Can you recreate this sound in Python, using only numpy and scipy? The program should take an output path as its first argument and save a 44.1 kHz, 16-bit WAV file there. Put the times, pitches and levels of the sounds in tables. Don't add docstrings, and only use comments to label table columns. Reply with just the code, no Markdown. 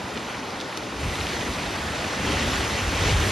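import sys
import numpy as np
from scipy import signal
from scipy.io import wavfile
from scipy.ndimage import uniform_filter1d

SR = 44100
rng = np.random.default_rng(int(sys.argv[2]) if len(sys.argv) > 2 else 0)


def natural_amplitude(level_db):
    exponent = np.asarray(level_db, float) / 20
    return 10 ** exponent


def unload_wav(signal):
    wavfile.write(
        sys.argv[1],
        SR,
        np.round(np.clip(np.atleast_2d(signal).T, -1, 1) * 32767).astype(np.int16),
    )


N = 145971

# pitch_hz, level_db (per hertz)
RIVER_COLOUR = [(44, -30), (66, -6.5), (279, -1), (665, -5.5), (795, -3.5), (1410, -8), (5000, -17.5),
                (7000, -25.5), (9100, -50), (15400, -120)]
# pitch_hz, level_db (per hertz)
SPLASH_COLOUR = [(88, -56), (150, -6.5), (433, -6), (725, -7.5), (1470, -9), (1620, -7.5), (2800, -9),
                 (7000, -20), (9100, -36.5), (15400, -120)]
# pitch_hz, level_db (per hertz)
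MIST_COLOUR = [(4000, -4), (6500, -1.5), (8500, 0.5), (11000, -4), (13000, -11), (14000, -14), (15200, -24)]
# pitch_hz, level_db (per hertz)
RUMBLE_COLOUR = [(18, -36), (30, -23), (48, -8), (87, -4.5), (109, -9.5), (200, -21), (260, -46),
                 (440, -120)]
# pitch_hz, level_db (per hertz)
CHURN_COLOUR = [(110, -3.5), (200, 6.5), (320, 2.5), (550, -2.5)]
# time_s, splash_level_db, spray_level_db
DEBRIS_SURGES = [(0, -45, -57), (.14, -44, -56), (.17, -41, -57), (.22, -39, -56), (.31, -39, -56),
                 (.42, -43.5, -57.5), (.96, -41.5, -56.5), (1.01, -35.5, -51.5), (1.21, -32, -49),
                 (1.45, -32.5, -50), (1.75, -34, -51.5), (2.18, -31, -51), (2.3, -27, -48),
                 (2.55, -27.5, -46.5), (2.9, -29.5, -48), (3.09, -24, -45.5), (3.16, -27.5, -46),
                 (3.31, -26, -42)]
# time_s, rumble_level_db, churn_level_db
SLIDE_SURGES = [(0, -50, -38), (.45, -61, -48), (.92, -49, -48), (1.06, -27.5, -38), (1.14, -42, -41),
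                (1.4, -42, -36.5), (1.55, -46, -36), (1.75, -40, -44.5), (2.16, -46, -32.5),
                (2.27, -34.5, -28.5), (2.5, -31.5, -34.5), (2.8, -39.5, -35), (2.94, -29, -42.5),
                (3.02, -26.5, -44), (3.13, -31, -38.5), (3.31, -27, -33.5)]
# start_s, level_db (peak), pitch_hz
STONE_CRACKS = [(.0058, -26, 2600), (.0765, -25, 1350), (.1578, -22, 2200), (.1661, -21, 1300),
                (.1744, -19, 2800), (.1752, -23, 4000), (.286, -16, 1050), (.2992, -21, 2150),
                (.3027, -23, 2300), (.3465, -25, 2000), (.3542, -28, 1400), (.4323, -25, 2900),
                (.5055, -26, 4700), (.6025, -19, 3650), (.6113, -18, 3700), (.612, -25, 5000),
                (.7258, -19, 1950), (.772, -26, 5600), (.7738, -34, 10500), (.7748, -24, 4100),
                (.7736, -19, 3050), (.7742, -23, 5000), (.799, -24, 2300), (.8097, -23, 1050),
                (1.0294, -23, 1600), (1.0336, -21, 2300), (1.0974, -20, 2650), (1.156, -22, 3300),
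                (1.188, -17, 1950), (1.205, -23, 4500), (1.2114, -17, 2650), (1.253, -21, 2100),
                (1.2687, -14, 3000), (1.2714, -18, 2200), (1.334, -21, 3200), (1.3683, -16, 1800),
                (1.4095, -18, 3100), (1.48, -22, 1400), (1.5859, -19, 2100), (1.8978, -20, 1450),
                (2.0234, -19, 2000), (2.0427, -17, 2600), (2.0474, -19, 2250), (2.2482, -17, 1850),
                (2.33, -19, 3100), (2.388, -19, 2900), (2.408, -19, 2800), (2.5331, -16, 2950),
                (2.539, -16, 2750), (2.608, -18, 2000), (2.65, -14, 2100), (2.7528, -18, 2100),
                (2.8513, -16, 2000), (2.9464, -17, 2450), (3.0778, -14, 3100), (3.2392, -16, 2400),
                (3.2493, -15, 1700), (3.2727, -16, 2300)]
# start_s, level_db (peak), pitch_hz
BLOCK_THUDS = [(0.025, -32, 101.0), (0.13, -34, 80.0), (0.353, -34, 94.0), (0.948, -32, 96.0),
               (1.027, -23.0, 112), (1.047, -28, 65), (1.074, -24.0, 94.0), (1.106, -29, 65.0),
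               (1.184, -22.5, 72.0), (1.207, -26, 88.0), (1.239, -31.0, 78.0), (1.335, -29.0, 81.0),
               (1.382, -28.0, 101.0), (1.42, -31.0, 72.0), (1.482, -26, 79.0), (1.51, -33.0, 89.0),
               (1.571, -32, 75.0), (1.643, -31, 93.0), (1.661, -31, 77.0), (1.734, -36, 93.0),
               (1.766, -33, 106.0), (1.799, -32.0, 82.0), (1.856, -30.0, 86.0), (1.897, -35, 93.0),
               (1.918, -33.0, 81.0), (1.982, -32.0, 80.0), (2.027, -35.0, 100.0), (2.054, -33, 103.0),
               (2.193, -28, 83.0), (2.221, -29, 91.0), (2.258, -24.0, 59.0), (2.307, -25.0, 86.0),
               (2.326, -27, 86.0), (2.344, -27.0, 92.0), (2.417, -20, 84.0), (2.457, -21, 82.0),
               (2.537, -24.0, 69.0), (2.588, -24.5, 82.0), (2.63, -24.0, 90.0), (2.658, -28.0, 72.0),
               (2.675, -26.0, 88.0), (2.717, -28.0, 74.0), (2.738, -30, 87.0), (2.789, -28, 92.0),
               (2.815, -26, 92.0), (2.835, -26, 72.0), (2.865, -21.0, 75.0), (2.967, -19, 76.0),
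               (2.995, -20, 72.0), (3.013, -17.0, 80.0), (3.051, -20, 86.0), (3.077, -19, 79.0),
               (3.094, -19.0, 78.0), (3.114, -14, 105.0), (3.136, -15.0, 78), (3.153, -20.0, 60.0),
               (3.177, -21.0, 78.0), (3.202, -19, 80.0), (3.259, -20.0, 94.0), (3.283, -22, 90)]
# pitch_hz, level_db, related_share (0-1), phase_rad
PORTS_LOW = [(150, -25.5, .15, 3.5), (408, -9, 0.84, .4), (694, -9.5, 0.2, -2), (955, -19, .05, 5),
             (1590, -1, 0.25, 1.5), (1770, -5.5, 1, 3), (2110, -2.5, 1, -5.5), (2630, -41, .2, 10)]
# pitch_hz, level_db, related_share (0-1), phase_rad
PORTS_HIGH = [(5520, -4, .6, -1.6), (6600, -3, .52, -1.56), (7900, 4.5, .4, -1.5), (8000, -12, .15, -1.5),
              (8600, -19, .05, -1.5), (9200, 1, .5, -1.5), (9850, -24, .1, -1.5), (13150, -5, .25, -1.5)]
# pitch_hz, width_hz, depth_db
PORT_NULLS = [(1632, 97, -2), (7750, 130, -22), (7440, 470, -2), (13300, 200, 0)]


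def evened(x):
    return x / np.sqrt(np.mean(x ** 2) + 1e-20)


def read(points, hz, axis=1):
    p = np.array(points)
    return np.interp(np.log(hz + 1), np.log(p[:, 0] + 1), p[:, axis])


def surge(table, axis=1):
    p = np.array(table)
    return natural_amplitude(np.interp(np.arange(N) / SR, p[:, 0], p[:, axis]))


def add(mix, start_s, sound):
    part = mix[max(round(start_s * SR), 0):][:len(sound)]
    part += sound[:len(part)]


def wash(colour, patchy_db, flicker_db, size):
    frames, hz = 4 * N // size + 5, np.fft.rfftfreq(size, 1 / SR)
    a, b, c, d = rng.standard_normal((frames, len(hz), 4)).T
    patches = evened(uniform_filter1d(uniform_filter1d(c, size=8, axis=0), size=16, axis=1))
    flicker = evened(uniform_filter1d(uniform_filter1d(d, size=90, axis=0), size=3, axis=1))
    level_db = read(colour, hz)[:, None] + patchy_db * patches + flicker_db * flicker
    inside = (hz > .8 * colour[0][0]) * (hz < 1.1 * colour[-1][0])
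    z = (a + 1j * b) * inside[:, None] * natural_amplitude(level_db)
    return evened(signal.istft(z, nperseg=size, noverlap=size - size // 4)[1][:N])


def river():
    return natural_amplitude(-33.5) * wash(RIVER_COLOUR, patchy_db=1.0, flicker_db=0.3, size=1024)


def gravel():
    grains_per_s, spread_db, cycles = 1500, 2.5, 2.2
    draw = rng.random((N, 3))
    size_db = spread_db * np.minimum(-np.log(draw[:, 0] + 1e-9), 5)
    size = natural_amplitude(size_db) * (draw[:, 1] < grains_per_s / SR)
    kind = (draw[:, 2] * 24).astype(int)
    out = np.zeros(N)
    for k, hz in enumerate(np.geomspace(815, 5540, num=24)):
        u = np.arange(400) / SR * hz / cycles
        grain = (-1) ** k * u * np.exp(-4 * u) * np.sin(2 * np.pi * cycles * u)
        grain = grain * natural_amplitude(read(SPLASH_COLOUR, hz)) * hz
        out += signal.oaconvolve(size * (kind == k), grain)[:N]
    return evened(out)


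def pouring_debris():
    pour = wash(SPLASH_COLOUR, patchy_db=1.5, flicker_db=0.9, size=512) + natural_amplitude(-10.5) * gravel()
    mist = natural_amplitude(3.5) * wash(MIST_COLOUR, patchy_db=1.0, flicker_db=0.8, size=256)
    return surge(DEBRIS_SURGES) * pour + surge(DEBRIS_SURGES, axis=2) * mist


def sliding_mass():
    rumble = wash(RUMBLE_COLOUR, patchy_db=0, flicker_db=0, size=2048)
    rumble = rumble / np.sqrt(uniform_filter1d(rumble ** 2, size=3500) + 0.092)
    churn = wash(CHURN_COLOUR, patchy_db=1.5, flicker_db=1.0, size=1024)
    return surge(SLIDE_SURGES) * rumble + surge(SLIDE_SURGES, axis=2) * churn


def stones():
    gain_db, ring_t60_s, echo_s, echo_db = 2.5, .0033, .0018, -7
    grit_db, grit_t60_s = -22, .05
    out, t = np.zeros(N), np.arange(3000) / SR
    for start_s, level_db, hz in STONE_CRACKS:
        attack = np.minimum(2 * t * hz, 1)
        hit = np.sin(2 * np.pi * hz * t) * natural_amplitude(-60 * t / ring_t60_s) * attack
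        band = signal.butter(2, [.5 * hz, 1.4 * hz], "band", fs=SR, output="sos")
        grit = evened(signal.sosfilt(band, rng.standard_normal(len(t)) ** 3))
        grit = natural_amplitude(grit_db - 60 * t / grit_t60_s) * grit
        add(out, start_s, natural_amplitude(level_db + gain_db) * (hit + grit))
        add(out, start_s + echo_s, -natural_amplitude(level_db + gain_db + echo_db) * hit)
    return out


def thuds():
    gain_db, rise_s, t60_s, sag = -0.5, 0.0111, 0.088, 0.11
    out, t = np.zeros(N), np.arange(SR // 4) / SR
    swell = np.sin(np.pi / 2 * np.minimum(t / rise_s, 1)) ** 2
    shape = swell * natural_amplitude(-60 * np.maximum(t - rise_s, 0) / t60_s)
    bend = 1 + sag * (1 - t / 0.014).clip(-1, 1)
    for start_s, level_db, hz in BLOCK_THUDS:
        turns = np.cumsum(hz * bend) / SR
        body = np.sin(2 * np.pi * (turns + rng.random()))
        under = 0.56 * np.sin(2 * np.pi * 0.575 * turns)
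        add(out, start_s, natural_amplitude(level_db + gain_db) * shape * (body + under))
    return out


def scene():
    return np.tile(river() + pouring_debris() + sliding_mass() + stones() + thuds(), (2, 1))


def port_difference(z, hz, patch):
    ports = PORTS_LOW + PORTS_HIGH
    level_db = read(ports, hz)[:, None]
    low = (hz > .8 * PORTS_LOW[0][0]) * (hz < 1.03 * PORTS_LOW[-1][0])
    high_parts = (hz < PORTS_HIGH[-2][0]) + (hz > .975 * PORTS_HIGH[-1][0])
    heard = low + (hz > .98 * PORTS_HIGH[0][0]) * high_parts
    share = np.clip(read(ports, hz, axis=2), 0, 1)[:, None]
    related = z * np.exp(1j * read(ports, hz, axis=3))[:, None]
    power = uniform_filter1d(uniform_filter1d(abs(z) ** 2, size=5, axis=0), size=3, axis=1)
    a, b = rng.standard_normal((2,) + z.shape)
    diffuse = np.sqrt(abs(power)) * (a + 1j * b) * 1.21
    side = heard[:, None] * natural_amplitude(level_db) * (share * related + np.sqrt(1 - share ** 2) * diffuse)
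    top = hz[:, None] > PORTS_HIGH[-2][0]
    return side * (level_db - 11 * top + 4 * patch > -15.5)


def port_sum(z, hz, patch):
    drift = rng.standard_normal((z.shape[1], len(PORT_NULLS)))
    drift = evened(uniform_filter1d(drift, size=12, axis=0).T)
    depth = np.clip(1 + 2 * 0.46 * drift, .15, 2)
    null_db = np.zeros(z.shape)
    for (null_hz, width_hz, depth_db), d in zip(PORT_NULLS, depth):
        null_db += depth_db * np.exp(-((hz[:, None] - null_hz) / width_hz) ** 4) * d
    return z * natural_amplitude(null_db) * ((hz[:, None] < 14150) + (patch > .75))


def top_cut(x):
    return signal.sosfilt(signal.butter(12, 15060, fs=SR, output="sos"), x)


def record(dry):
    low_cut = signal.butter(4, 38, "high", fs=SR, output="sos")
    mono = signal.sosfilt(low_cut, dry.mean(0))
    hz, t, z = signal.stft(mono, SR, nperseg=1024, noverlap=768)
    patch = rng.standard_normal((len(hz) // 8 + 1, len(t) // 4 + 1))
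    patch = np.repeat(np.repeat(patch, 8, axis=0), 4, axis=1)[:len(hz), :len(t)]
    side = port_difference(z, hz, patch)
    mid = port_sum(z, hz, patch)
    pair = signal.istft(np.array([mid + side, mid - side]), SR, nperseg=1024, noverlap=768)[1][:, :N]
    return top_cut(pair)


dry = scene()
out = record(dry)
unload_wav(out)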